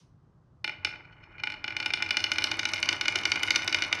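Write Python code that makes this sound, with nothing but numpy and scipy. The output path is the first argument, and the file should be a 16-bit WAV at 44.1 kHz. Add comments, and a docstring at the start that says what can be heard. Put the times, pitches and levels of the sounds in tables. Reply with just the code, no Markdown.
"""Woody knocks and glassy ticks build into a rattle: marbles running down a hardwood track.
They leave a tube one by one and knock against the bends of a winding groove, which rings the board.
They scuff the walls and tick against each other; their rolling grows as the track fills.
The table under the board rumbles, and a small room adds a short tail and a faint hush."""
import sys
import numpy as np
from scipy import signal
from scipy.io import wavfile
from scipy.ndimage import uniform_filter1d

SR = 44100
rng = np.random.default_rng(int(sys.argv[2]) if len(sys.argv) > 2 else 0)


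def store_pcm(level_fs):
    """Save levels as 16-bit WAV."""
    pcm = np.round(np.clip(level_fs, -1, 1) * 32767).astype(np.int16)
    wavfile.write(sys.argv[1], SR, np.atleast_2d(pcm).T)


N = 176400

# board modes: (frequency [Hz], relative level [dB], t60 [s], change once the marbles have spread [dB])
BOARD_MODES = [(326.3, -22.5, 0.071, 0.5), (610.7, -27.5, 0.11, 0.5), (854, -15, 0.073, -5),
               (947, -32.5, 0.043, 9), (1107, -34, 0.041, 11), (1466.6, -4.5, 0.038, 1),
               (2095, -10, 0.084, -0.5), (2190, -8.5, 0.033, 8.5), (2391, 2, 0.031, -1.5),
               (2941.5, 0, 0.039, 0.5), (3506, -14, 0.037, -0.5), (3704, -12.5, 0.034, 5),
               (4300, -5.5, 0.018, -3), (4720, -19, 0.019, 11.5), (5287, -5.5, 0.023, -2),
               (5930, -14.5, 0.012, 11), (5980, -25.5, 0.027, -9)]
# rolling effort, growing as the track fills: (time [s], level [dB])
ROLL_EFFORT = [(0, -110), (.62, -100), (.7, -53.5), (1.04, -53.5), (1.18, -58.5), (1.28, -54),
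               (1.38, -54.5), (1.6, -50.5), (1.85, -44.5), (2.2, -44), (2.6, -37.5), (2.8, -40),
               (2.98, -40), (3.25, -36.5), (3.41, -37.5), (3.56, -37), (4, -36.5)]
CONTACT_DELAY_S = 0.0006


def from_db(db):
    """Decibels to gain."""
    return 10 ** (np.asarray(db) / 20)


def gain_curve(rows):
    """Per-sample gain from (time [s], level [dB]) rows."""
    return from_db(np.interp(np.arange(N) / SR, *np.transpose(rows)))


def at_hz(rows, hz):
    """Read a table on a log-frequency axis."""
    row_hz, values = np.transpose(rows)
    return np.interp(np.log(hz), np.log(row_hz), values)


def clicks(times_s, gains):
    """Impulses at the given times."""
    return np.bincount(np.clip(times_s * SR, 0, N - 1).astype(int), gains, N)


def random_clicks(per_s, spread_db):
    """Impulses at random times, mostly small, a few large."""
    sizes = from_db(spread_db * np.minimum(rng.exponential(1, N), 4))
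    return sizes * rng.choice([-1, 1], N) * (rng.random(N) < per_s / SR)


def ring(x, hz, t60_s):
    """One mode: a click starts a damped sine that swells over its first cycle."""
    r, w = from_db(-60 / (t60_s * SR)), 2 * np.pi * hz / SR
    x = signal.sosfilt(signal.butter(1, [hz * .75, hz * 1.33], "band", fs=SR, output="sos"), x + 1e-18)
    return signal.lfilter([0, np.sin(w)], [1, -2 * r * np.cos(w), r * r], x + 1e-18)


def decay(x, t60_s):
    """Envelope that jumps at each click and dies away."""
    return np.sqrt(signal.lfilter([1], [1, -from_db(-120 / (t60_s * SR))], x ** 2 + 1e-24))


def noise_bands(spectrum, envelope=lambda hz: 1):
    """Third-octave (centre [Hz], noise) pairs under envelope(hz); unit total power when steady."""
    edges_hz = 20 * 2 ** (np.arange(30) / 3)
    centres_hz = np.sqrt(edges_hz[1:] * edges_hz[:-1])
    white = rng.standard_normal((2, N))
    gains = from_db(at_hz(spectrum, centres_hz))
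    gains /= np.sqrt(np.sum(gains ** 2 * np.diff(edges_hz)) * 2 / SR)
    for k, hz in enumerate(centres_hz):
        bandpass = signal.butter(3, edges_hz[k:k + 2], "band", fs=SR, output="sos")
        yield hz, gains[k] * signal.sosfilt(bandpass, white[k % 2] * envelope(hz))


def noise(spectrum, envelope=lambda hz: 1):
    """Coloured noise under envelope(hz)."""
    return sum(band for _, band in noise_bands(spectrum, envelope))


def treble_weight(hz):
    """How much contact hardness counts at this frequency."""
    # effect of a hard contact: (frequency [Hz], weight [1])
    hardness = [(1500, 0), (2500, 0.17), (3200, 0.55), (4700, 0.74), (7000, 1.35), (12000, 1.08)]
    return at_hz(hardness, hz)


def track_spread(times_s):
    """How far the marbles have spread down the track, 0-1."""
    return np.interp(times_s, [2.05, 2.74], [0, 1])


def jostles(per_s, above_roll_db, spread_db, start_s=1.8):
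    """Light collisions on the crowded track: (time [s], level [dB]) rows."""
    gap, size = rng.random((200, 2)).T
    times_s = start_s + np.cumsum(2 * gap) / per_s
    roll_db = np.interp(times_s, *np.transpose(ROLL_EFFORT))
    level_db = roll_db + above_roll_db + spread_db * (2 * size - 1)
    return np.column_stack([times_s, level_db])[times_s < N / SR]


def background():
    """Steady room hush; a faint bright hiss dies away at the start."""
    # still room: (frequency [Hz], relative density [dB])
    hush = [(22, -22), (38, 3), (50, -13), (70, -6), (130, 0.5), (200, -14), (350, -19.5), (600, -26.5),
            (1200, -27), (2200, -46), (6000, -50.5), (15000, -74)]
    # opening hiss: (frequency [Hz], relative density [dB])
    hiss = [(1000, -15), (2500, -2), (5800, 0), (7500, -16), (10500, -11), (13000, -35)]
    hush_db, hiss_db, hiss_t60_s = -58.5, -67.5, 0.33
    fade = from_db(hiss_db - 60 * np.arange(N) / SR / hiss_t60_s)
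    return from_db(hush_db) * noise(hush) + fade * noise(hiss)


def room(x, gain_db=-12.5, build_s=0.017):
    """Diffuse tail that dies sooner in the treble."""
    # tail colour: (frequency [Hz], relative density [dB])
    colour = [(100, 1.6), (350, 1.5), (1000, -2.9), (2400, -1.4), (5000, -1.5), (10000, 0.54)]
    # tail decay: (frequency [Hz], t60 [s])
    t60s = [(100, 1), (1000, 0.52), (2500, 0.39), (5000, 0.33), (11000, 0.18)]
    t = np.arange(N) / SR
    tail = sum(band * from_db(-60 * t / at_hz(t60s, hz)) for hz, band in noise_bands(colour))
    tail *= np.minimum(t / build_s, 1) ** 2
    return from_db(gain_db) * signal.fftconvolve(x, tail / np.linalg.norm(tail))[:N]


def table_rumble():
    """Rolling shakes the table top at its lowest resonance."""
    # rumble strength: (time [s], level [dB])
    levels = [(0, -98), (.62, -94), (.8, -53.5), (1.2, -64), (1.8, -56), (2.3, -53.5), (3.4, -52.5),
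              (4, -54.5)]
    shake = ring(rng.standard_normal(N), hz=97.4, t60_s=0.14)
    local_rms = np.sqrt(uniform_filter1d(shake ** 2, size=8000) + 1e-12)
    return gain_curve(levels) * shake / local_rms


def unit_rms(x):
    """Scale to unit power."""
    return x / np.sqrt(np.mean(x ** 2) + 1e-20)


def board_radiation(x):
    """The board radiates weakly between its modes."""
    # radiation dips: (centre [Hz], width [Hz], gain [dB])
    gaps = [(1556, 67, -3.5), (2583, 140, -6.5), (3236, 326, -10.5), (4020, 270, -2), (5130, 190, -1.5),
            (5750, 300, -5)]
    for hz, width_hz, db in gaps:
        x = x + (from_db(db) - 1) * signal.lfilter(*signal.iirpeak(hz, hz / width_hz, fs=SR), x)
    return x


def scuffs(width_s=0.0066, top_hz=5200):
    """A lone marble rubs the wall of a bend: a short swell of friction excites the board."""
    # wall contacts: (peak time [s], level [dB], treble tilt [dB])
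    rubs = [(1.052, -49, -19), (1.129, -50.5, -14.5), (1.240, -47.5, -13), (1.324, -48, -27),
            (1.399, -47, -10)]
    times_s, db, treble_db = np.transpose(rubs)
    swells = np.exp(-np.abs(np.arange(N) / SR - times_s[:, None]) / width_s)
    friction = signal.sosfilt(signal.butter(4, top_hz, fs=SR, output="sos"), rng.standard_normal(N))
    rings = 0
    for hz, mode_db, t60_s, _ in BOARD_MODES:
        envelope = from_db(db + mode_db + treble_db * treble_weight(hz)) @ swells
        rings += envelope * unit_rms(ring(friction, hz, t60_s))
    return rings


def rolling(ring_db=-3.5, grain_db=-6):
    """Tiny soft bumps ring the board, low modes most, over the rough rush of the wood grain."""
    # wood grain under the marbles: (frequency [Hz], relative density [dB])
    grain_spectrum = [(60, -30), (160, 4), (220, -5), (330, 6), (480, -1.5), (950, 7), (1500, 3), (2250, 7),
                      (3300, -42), (5500, -14), (7500, -51), (11000, -47), (15000, -62)]
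    tilt_db, bass_db, brightening = -30.5, 8, 0.42
    bumps = random_clicks(per_s=600, spread_db=4)
    spread = track_spread(np.arange(N) / SR)
    rings = 0
    for hz, mode_db, t60_s, change_db in BOARD_MODES:
        softness_db = tilt_db * treble_weight(hz) + np.interp(hz, [320, 850], [bass_db, 0])
        gain = from_db(mode_db + softness_db + change_db * spread)
        rings += gain * ring(bumps * rng.standard_normal(N), hz, t60_s)
    roughness = unit_rms(decay(bumps, t60_s=0.065))
    effort = gain_curve(ROLL_EFFORT)
    # harder rolling is brighter
    rush = lambda hz: roughness * (effort / effort.max()) ** (brightening * treble_weight(hz))
    grain = noise(grain_spectrum, rush)
    return effort * (from_db(ring_db) * unit_rms(rings) + from_db(grain_db) * grain)


def ticks(gain_db=-4.5):
    """Marble on marble: very short and bright, with many faint ones once the track is crowded."""
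    # marble contacts: (time [s], level [dB])
    touches = [(2.0892, -49), (2.3354, -30), (2.425, -41), (2.439, -17.5), (2.6858, -36), (2.6937, -33),
               (2.7176, -37), (2.7437, -30.5), (2.802, -31), (2.8383, -38), (2.9596, -38), (3.0234, -49),
               (3.1221, -38.5), (3.1946, -45), (3.2126, -35), (3.2752, -36), (3.2979, -36), (3.433, -22),
               (3.476, -36), (3.5059, -22), (3.6197, -51), (3.6446, -29), (3.7618, -40), (3.7912, -36),
               (3.812, -43), (3.8664, -37), (3.9522, -35)]
    # tick colour: (frequency [Hz], relative density [dB])
    spectrum = [(1000, -39), (2500, -5), (5500, 10), (7500, 4), (9500, 6), (11500, -2), (15000, -28)]
    faint = jostles(per_s=60, above_roll_db=-14.5, spread_db=15.5)
    times_s, db = np.vstack([touches, faint]).T
    envelope = decay(clicks(times_s + CONTACT_DELAY_S, from_db(db)), t60_s=0.0035)
    return from_db(gain_db) * noise(spectrum, lambda hz: envelope)


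def knocks(ring_db=-11, crack_db=-13):
    """Marble on board: a crack and ringing modes, mixed by where and how hard it lands."""
    # strikes: (time [s], level [dB], treble relative to level [dB])
    strikes = [(0.6424, -11, -16.5), (0.6757, -15, -23), (0.6933, -16.5, -27), (0.7194, -24.5, -36),
               (0.847, -9.5, -12.5), (0.8701, -15, -32), (0.8884, -27, -24), (0.908, -27, -32),
               (0.9243, -24, -43), (0.9354, -28, -42), (0.9572, -29, -28), (1.0045, -31, -50),
               (1.3808, -30, -32), (1.3981, -24, -31), (1.4346, -12, -20.5), (1.4706, -14, -25),
               (1.5, -19, -20.5), (1.5199, -24, -16.5), (1.5387, -21, -27), (1.6407, -13.5, -23.5),
               (1.6779, -13.5, -23), (1.7039, -19.5, -25), (1.722, -22.5, -26), (1.7646, -13.5, -16.5),
               (1.7999, -13, -19.5), (1.826, -17.5, -18.5), (1.8585, -9.5, -15.5), (1.903, -15, -26),
               (1.9354, -8.5, -13.5), (1.9716, -16, -25), (2.0019, -15.5, -37), (2.0224, -9, -16.5),
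               (2.0608, -20.5, -19), (2.0888, -20, -17), (2.1061, -8.5, -14), (2.1424, -17.5, -29),
               (2.168, -8, -12.5), (2.192, -20, -23), (2.2023, -23, -8), (2.2393, -9.5, -11),
               (2.2654, -18, -28), (2.316, -10, -11), (2.357, -16.5, -22), (2.3824, -8.5, -13.5),
               (2.4202, -15.5, -16.5), (2.44, -9.5, -10.5), (2.4698, -16.5, -20), (2.5139, -11.5, -13.5),
               (2.5386, -20, -21), (2.592, -10.5, -12), (2.63, -16.5, -16), (2.6524, -9.5, -13.5),
               (2.6878, -21.5, -11), (2.7342, -13, -11.5), (2.7576, -19, -20), (2.7778, -23.5, -17),
               (2.827, -10, -13), (2.8566, -24.5, -8.5), (2.8881, -9, -11.5), (2.9264, -16.5, -9.5),
               (3.0095, -11, -12), (3.055, -13.5, -18), (3.0803, -7.5, -13), (3.1555, -8.5, -12),
               (3.1854, -21, -10), (3.2527, -7.5, -14), (3.3169, -8, -13.5), (3.3566, -15.5, -16),
               (3.3724, -13, -35), (3.4308, -8.5, -17), (3.466, -27, -9), (3.482, -17, -22),
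               (3.5049, -6, -13.5), (3.5174, -33, 0), (3.5588, -17, -4.5), (3.5575, -5.5, -11),
               (3.5907, -15, -39), (3.676, -10.5, -10), (3.7253, -12, -13.5), (3.7443, -6.5, -14),
               (3.769, -34, -4), (3.8204, -10, -13.5), (3.8465, -21.5, -14), (3.926, -7.5, -15),
               (3.9499, -35, -1)]
    # crack of the board's many damped modes: (frequency [Hz], relative density [dB])
    crack_spectrum = [(100, -31), (250, -3), (600, -10), (1100, -17.5), (2200, 9.5), (4800, 2),
                      (6300, -8.5), (7500, -45), (9000, -17.5), (11500, -22), (15000, -61)]
    usual_treble_db, scatter_db, max_lag_s, crack_t60_s = -15.5, 1.28, 0.0015, 0.026
    light = [(s, db, usual_treble_db) for s, db in jostles(per_s=28, above_roll_db=10, spread_db=6.5)]
    times_s, db, treble_db = np.transpose(list(strikes) + light)
    strength_db = lambda hz: db + (treble_db - usual_treble_db) * treble_weight(hz)
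    offsets_db = scatter_db * rng.standard_normal((300, len(BOARD_MODES)))[:len(times_s)]
    lags_s = CONTACT_DELAY_S + max_lag_s * rng.random((300, len(BOARD_MODES)))[:len(times_s)]
    rings = 0
    for k, (hz, mode_db, t60_s, change_db) in enumerate(BOARD_MODES):
        gains = from_db(strength_db(hz) + mode_db + change_db * track_spread(times_s) + offsets_db[:, k])
        rings += ring(clicks(times_s + lags_s[:, k], gains), hz, t60_s)

    def burst(hz):
        hits = clicks(times_s + CONTACT_DELAY_S, from_db(strength_db(hz)))
        return decay(hits, crack_t60_s * np.interp(hz, [5000, 10000], [1, .7]))

    return from_db(ring_db) * rings + from_db(crack_db) * noise(crack_spectrum, burst)


def scene():
    """The track and its table in the room, mono."""
    track = board_radiation(knocks() + scuffs() + rolling()) + ticks()
    return (track + room(track) + table_rumble() + background())[None]


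def record(dry):
    """Microphone passband, then a steep low-pass."""
    mic_band_hz, cutoff_hz = [32.6, 11800], 13900
    mic = signal.sosfilt(signal.butter(4, mic_band_hz, "band", fs=SR, output="sos"), dry)
    return signal.sosfilt(signal.ellip(8, .3, 70, cutoff_hz, fs=SR, output="sos"), mic)


dry = scene()
out = record(dry)
store_pcm(out)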